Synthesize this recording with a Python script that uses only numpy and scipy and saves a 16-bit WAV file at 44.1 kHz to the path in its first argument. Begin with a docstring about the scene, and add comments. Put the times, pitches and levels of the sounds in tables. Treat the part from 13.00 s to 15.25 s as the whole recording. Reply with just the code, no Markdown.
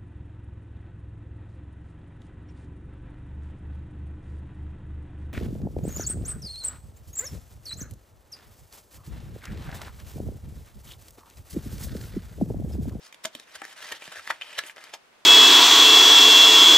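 """A folded paper leaflet is opened by hand, close to a small stereo microphone in a quiet room.
First a page slides softly and creases tick; at 0.25 s a panel buckles and flips with a crackling flap.
More flaps follow, with pops as panels pull tight and soft thuds as the sheet bends, loudest near
1.3 and 1.6 s. In between, pages rub over each other and the fingers. A last small flap comes near 1.9 s.
All along, the room adds a short echo and a faint hiss."""
import sys
import numpy as np
from scipy import signal
from scipy.fft import rfft, irfft
from scipy.io import wavfile
from scipy.ndimage import uniform_filter1d

SR = 44100
rng = np.random.default_rng(int(sys.argv[2]) if len(sys.argv) > 2 else 0)


def materialize(psi):
    """Save the field psi as 16-bit PCM at rate SR to the path in sys.argv[1].

    A 1-D psi becomes a single channel; in a 2-D psi each row is a channel.
    """
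    bounded = np.clip(np.atleast_2d(psi).T, -1, 1)
    quanta = np.round(bounded * 32767).astype(np.int16)
    wavfile.write(sys.argv[1], SR, quanta)


N = 99225
T = np.arange(N) / SR
FFT_SIZE = 2 ** 17
FREQS = np.maximum(np.arange(FFT_SIZE // 2 + 1) * SR / FFT_SIZE, 1)


def flaps(count=8192):
    """A panel buckles: a rush of tiny fibre slips swells up to the flip and dies away."""
    # One flip a row: peak_s, level_db, rise_s, decay_s, resonance_hz, resonance_db, bass_db, treble_db
    flips = [(0.2439, -31, 0.0025, 0.00055, 2100, 8, 5, 15),
             (0.2551, -24.5, 0.0032, 0.0014, 3140, 3, 7, -2),
             (0.557, -35.5, 0.0084, 0.0053, 1610, 7.5, 2, 5),
             (0.6184, -27, 0.00061, 0.003, 1730, 16.5, 23, 3.5),
             (0.643, -38, 0.0062, 0.0037, 1790, 15, -1, 2), (0.9246, -27, 0.0032, 0.0014, 2770, 3, 11, 0),
             (.947, -39.5, 0.0035, 0.0015, 1580, 13, 14, -16), (1.122, -38, 0.004, 0.01, 1570, 4, 3, -1.5),
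             (1.182, -40, 0.023, 0.016, 1550, 15, 12, 5), (1.3048, -28, 0.0055, 0.0064, 900, 5, 1, -3.5),
             (1.3074, -21, 0.0037, 0.0031, 1880, 15, 8, -3),
             (1.4123, -30, 0.0004, 0.0025, 2620, 4, -9, -10),
             (1.4192, -27.5, 0.001, 0.0032, 2820, 15, -11, -7),
             (1.5895, -22, 0.005, 0.0034, 3540, 3.5, 0.5, -1),
             (1.941, -34.5, 0.0054, 0.0072, 870, 15.5, -5, 3.5)]
    out = np.zeros((2, N))
    t = (np.arange(count) - count // 2) / SR  # zero at the flip
    for peak_s, level_db, rise_s, decay_s, hz, resonance_db, bass_db, treble_db in flips:
        swell = np.exp(np.minimum(t / rise_s, -t / decay_s))
        slips = swell * fibre_slips(count, per_s=11000, spread_db=3.5)
        sound = signal.fftconvolve(slips, paper_tone(hz, resonance_db, bass_db, treble_db))
        add_in_stereo(out, peak_s + t[0], unit_energy(sound) * np.sqrt(np.sum(swell ** 2)) * undb(level_db))
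    return out


def pops(count=2048):
    """A panel is pulled tight: it rings briefly, and its pitch follows the tension, mostly upward."""
    # One pull a row: start_s, peak_db, slack_hz, tight_hz, swell_s
    pulls = [(0.6186, -25, 1450, 1930, 0.00044), (.924, -35.5, 1836, 1770, 0.0038),
             (1.2756, -20.5, 1580, 1840, 0.0003), (1.302, -23, 609, 2210, 0.0027),
             (1.5919, -20.5, 1430, 1810, .0012)]
    out, t = np.zeros((2, N)), T[:count]
    for start_s, peak_db, slack_hz, tight_hz, swell_s in pulls:
        pitch_hz = slack_hz + (tight_hz - slack_hz) * np.minimum(t / (np.pi * swell_s), 1)
        swell = t / swell_s * np.exp(1 - t / swell_s)
        add_in_stereo(out, start_s, undb(peak_db) * swell * np.sin(2 * np.pi * np.cumsum(pitch_hz) / SR))
    return out


def creases(count=1024):
    """A crease gives way: one sharp click, then a brief shiver of the sheet."""
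    # One snap a row: start_s, level_db, resonance_hz, treble_db
    snaps = [(0.1261, -39, 2520, 7), (.1445, -41.5, 2780, 9), (0.2506, -24, 2630, -2),
             (0.2553, -23, 6100, 12), (.351, -31, 3670, 5), (0.3984, -38, 3600, 6.5),
             (0.6513, -31, 1760, 4), (.8897, -35.5, 2930, -5), (0.9088, -38, 1310, -12),
             (0.9175, -33, 1880, -1), (1.0225, -34, 2650, -6), (1.0778, -35.5, 1880, -1),
             (1.158, -35, 1600, -8), (1.195, -35, 1600, -3), (1.2742, -36, 2420, 13),
             (1.637, -34, 1470, -5), (1.6973, -34.5, 2060, -18), (1.7624, -41.5, 1840, 5),
             (1.769, -37.5, 2140, -6), (1.7811, -36.5, 1540, -10), (1.84, -36.5, 2550, 4.5),
             (1.9372, -33, 1500, -8)]
    shiver_s, shiver_db = 0.0015, 3.5
    out = np.zeros((2, N))
    for start_s, level_db, hz, treble_db in snaps:
        push = unit_energy(rng.standard_normal(count) * np.exp(-T[:count] / shiver_s)) * undb(shiver_db)
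        push[0] -= 1  # the click
        tone = paper_tone(hz, resonance_db=6.5, bass_db=10.5, treble_db=treble_db)
        gain = np.sqrt(0.0013 * SR) * undb(level_db)  # as much energy as 1.3 ms at this level
        add_in_stereo(out, start_s, unit_energy(signal.fftconvolve(push, tone)) * gain)
    return out


def thuds():
    """The whole sheet swings briefly when the fingers push it, with a soft, hollow thud."""
    # One push a row: start_s, level_db, pitch_hz, decay_s
    pushes = [(0.252, -28, 232, 0.0032), (.2535, -29.5, 640, 0.0072), (0.351, -37, 256, 0.0062),
              (0.35, -31, 590, 0.0028), (0.564, -54, 75, 0.012), (.6195, -27.5, 795, .003),
              (0.921, -53.5, 90.5, 0.012), (1.079, -40.5, 177, 0.0048), (1.169, -58.5, 83.5, 0.031),
              (1.305, -41, 81, 0.0047), (1.303, -30.5, 530, 0.0054)]
    out = np.zeros(N)
    for start_s, level_db, pitch_hz, decay_s in pushes:
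        t = np.maximum(T - start_s, 0)
        swell = np.exp(-t / decay_s) * (1 - np.exp(-2 * pitch_hz * t))
        out += undb(level_db) * swell * np.sin(2 * np.pi * pitch_hz * t)
    return out


def slides(count=16384, piece=1024):
    """A page rubs in small jerks: dense slips fade in and out, from a spot that keeps moving."""
    # One stroke a row: start_s, end_s, start_db, end_db, resonance_hz, treble_db
    strokes = [(0, 0.083, -56, -51.5, 4900, 8.5), (0.32, 0.44, -56.5, -57, 3650, 3.5),
               (0.464, 0.62, -58.5, -52.5, 2010, 2), (0.648, 0.737, -53, -47, 1680, 4.5),
               (0.763, 0.936, -47, -42.5, 1600, 2.5), (0.928, 0.972, -48, -43, 3630, 1),
               (0.998, 1.205, -48, -50.5, 2550, 2.5), (1.182, 1.32, -57, -47, 1680, 3.5),
               (1.331, 1.394, -49, -55.5, 1640, -2), (1.41, 1.587, -49, -45.5, 2870, -1),
               (1.591, 1.711, -52.5, -46, 1830, -2), (1.647, 1.707, -54, -49.5, 11600, 39),
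               (1.764, 1.92, -53.5, -52.5, 1450, -1.5)]
    fade_s, jerk_db = 0.016, 1.9
    out = np.zeros((2, N))
    for start_s, end_s, start_db, end_db, hz, treble_db in strokes:
        t = max((start_s + end_s - count / SR) / 2, 0) + T[:count]
        fade_in = .5 * (1 + np.tanh((t - start_s) / fade_s))
        fade_out = .5 * (1 + np.tanh((end_s - t) / fade_s))
        jerks = unit_rms(uniform_filter1d(rng.standard_normal(count), size=300))
        level_db = np.interp(t, [start_s, end_s], [start_db, end_db]) + jerk_db * jerks
        slips = fibre_slips(count, per_s=6000, spread_db=2.5)
        tone = paper_tone(hz, resonance_db=3.5, bass_db=0, treble_db=treble_db)
        rub = unit_rms(signal.fftconvolve(slips, tone)[:count]) * fade_in * fade_out * undb(level_db)
        for i in range(0, count - piece, piece // 2):  # each new spot scatters in its own way
            add_in_stereo(out, (int(t[0] * SR) + i + .5) / SR, rub[i:i + piece] * np.hanning(piece))
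    return out


def fibre_slips(count, per_s, spread_db):
    """Paper fibres slip at random moments, a few much harder than the rest."""
    slipping = rng.random(count) < per_s / SR
    strength = np.minimum(rng.exponential(size=count), 2 * np.e)
    return rng.choice([-1, 1], count) * slipping * undb(spread_db * strength)


def paper_tone(hz, resonance_db, bass_db, treble_db, size=2048):
    """How a panel answers one tap: the paper's own tone, a broad resonance at hz, bass and treble."""
    # How strongly the paper sounds, from low to high: frequency_hz, level_db
    paper = [(30, -19.5), (120, -22), (230, -18.5), (380, -11.5), (600, -1), (1100, -2), (1700, 2.5),
             (3400, -0.5), (6000, -8), (13500, -15.5), (15500, -33)]
    width_octaves, bass_hz, treble_hz = 0.3, 313, 4140
    f = np.maximum(np.arange(size // 2 + 1) * SR / size, 1)
    db = curve(paper, f) + resonance_db * np.exp(-.5 * (np.log2(f / hz) / width_octaves) ** 2)
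    db += bass_db * np.exp(-np.log2(f / bass_hz) ** 2)
    db += treble_db / (1 + (treble_hz / f) ** 6)
    # Turn these levels into a short ring that never comes before the tap.
    cepstrum = irfft(db * np.log(10) / 20)
    cepstrum[1:size // 2] *= 2
    cepstrum[size // 2 + 1:] = 0
    return irfft(np.exp(rfft(cepstrum)))


def add_in_stereo(track, start_s, sound, padding=512):
    """Mix a sound in: it reaches the left side a little sooner; hand and paper scatter its treble."""
    right_delay_s, scatter_s, scatter_db, scatter_hz = 0.000034, 0.0012, -3, 2900
    sound = np.pad(sound, padding)  # silence on both ends for the scatter to spread into
    n = len(sound)
    f = np.arange(n // 2 + 1) * SR / n
    direct = np.exp(-2j * np.pi * f * np.array([[0], [right_delay_s]]))
    scatter = rfft(rng.standard_normal((2, n)) * np.exp(-T[:n] / scatter_s))
    scatter = undb(scatter_db) * scatter / np.abs(scatter) * f / (f - 1j * scatter_hz)
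    heard = irfft(rfft(sound) * (direct + scatter), n)
    i = int(start_s * SR) - padding
    heard, i = heard[:, max(-i, 0):], max(i, 0)
    track[:, i:i + heard.shape[1]] += heard[:, :max(N - i, 0)]


def room():
    """The room's echo as a gain per frequency: near reflections, a short tail and two low notes."""
    # The tail, band by band: frequency_hz, fade_s (time to drop 60 dB), level_db
    bands = [(204, 0.13, -7), (590, 0.14, -4), (1540, 0.13, -8.5), (3700, 0.11, -9.5), (9350, 0.083, -11.5)]
    # Notes the room rings at: pitch_hz, fade_s, level_db
    notes = [(237, 0.71, -84), (636, 0.15, -89)]
    early_s, early_db, build_s = 0.0041, -12, 0.0027

    def noise():
        """Noise whose bass is the same on both sides and whose treble is only partly so."""
        shared = rng.standard_normal(N)
        return unit_rms(shared + shape(rng.standard_normal((2, N)), FREQS / np.hypot(FREQS, 1500)))

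    early = unit_energy(noise() * T * np.exp(-2 * T / early_s))
    echo = undb(early_db) * shape(early, FREQS / np.hypot(FREQS, 1400))  # weaker below 1400 Hz
    tail = noise()
    for hz, fade_s, level_db in bands:
        band = curve([(row[0], row[0] == hz) for row in bands], FREQS)
        swell = unit_energy((1 - np.exp(-T / build_s)) * undb(-60 * T / fade_s))
        echo += undb(level_db) * shape(tail, band) * swell
    for hz, fade_s, level_db in notes:
        echo += undb(level_db - 60 * T / fade_s) * np.sin(2 * np.pi * hz * T)
    return rfft(echo, FFT_SIZE)


def hiss(level_db=-58):
    """A faint, steady background, partly shared by both sides."""
    # The tone of the hiss: frequency_hz, relative_db
    tone = [(30, -11.5), (130, -6.5), (500, 0.5), (1200, 1), (2500, -3), (5000, -11), (11000, -20),
            (15500, -29)]
    noise = rng.standard_normal(N) + 3.24 * rng.standard_normal((2, N))
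    return unit_rms(shape(noise, undb(curve(tone, FREQS)))) * undb(level_db)


def undb(db):
    """Turn decibels into a gain to multiply by."""
    return 10 ** (np.asarray(db) / 20)


def unit_rms(x):
    """Scale to an average power of 1."""
    return x / np.sqrt(np.mean(x ** 2))


def unit_energy(x):
    """Scale so that the squared samples add up to 1."""
    return x / np.sqrt(np.sum(x ** 2, axis=-1, keepdims=True) + 1e-18)


def curve(points, f):
    """Join (frequency_hz, value) points with lines, octaves evenly spaced, and read them at f."""
    hz, values = np.array(points, float).T
    return np.interp(np.log(f), np.log(hz), values)


def shape(x, gain):
    """Filter a whole track by a gain per frequency."""
    return irfft(rfft(x, FFT_SIZE) * gain)[..., :N]


def scene():
    """The leaflet, a little to the left, in the room."""
    # How much louder the left side is: frequency_hz, left_minus_right_db
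    lean = [(100, 2), (1000, 2), (2200, 0), (5000, -1), (9000, 2.5), (14000, 1)]
    balance = undb(np.array([[.5], [-.5]]) * curve(lean, FREQS))
    leaflet = flaps() + creases() + pops() + slides() + thuds()
    return shape(leaflet, (1 + room()) * balance) + hiss()


def record(dry):
    """The recorder cuts the highest treble, above 15700 Hz."""
    return signal.sosfilt(signal.ellip(10, .2, 80, 15700, fs=SR, output="sos"), dry)


dry = scene()
out = record(dry)
materialize(out)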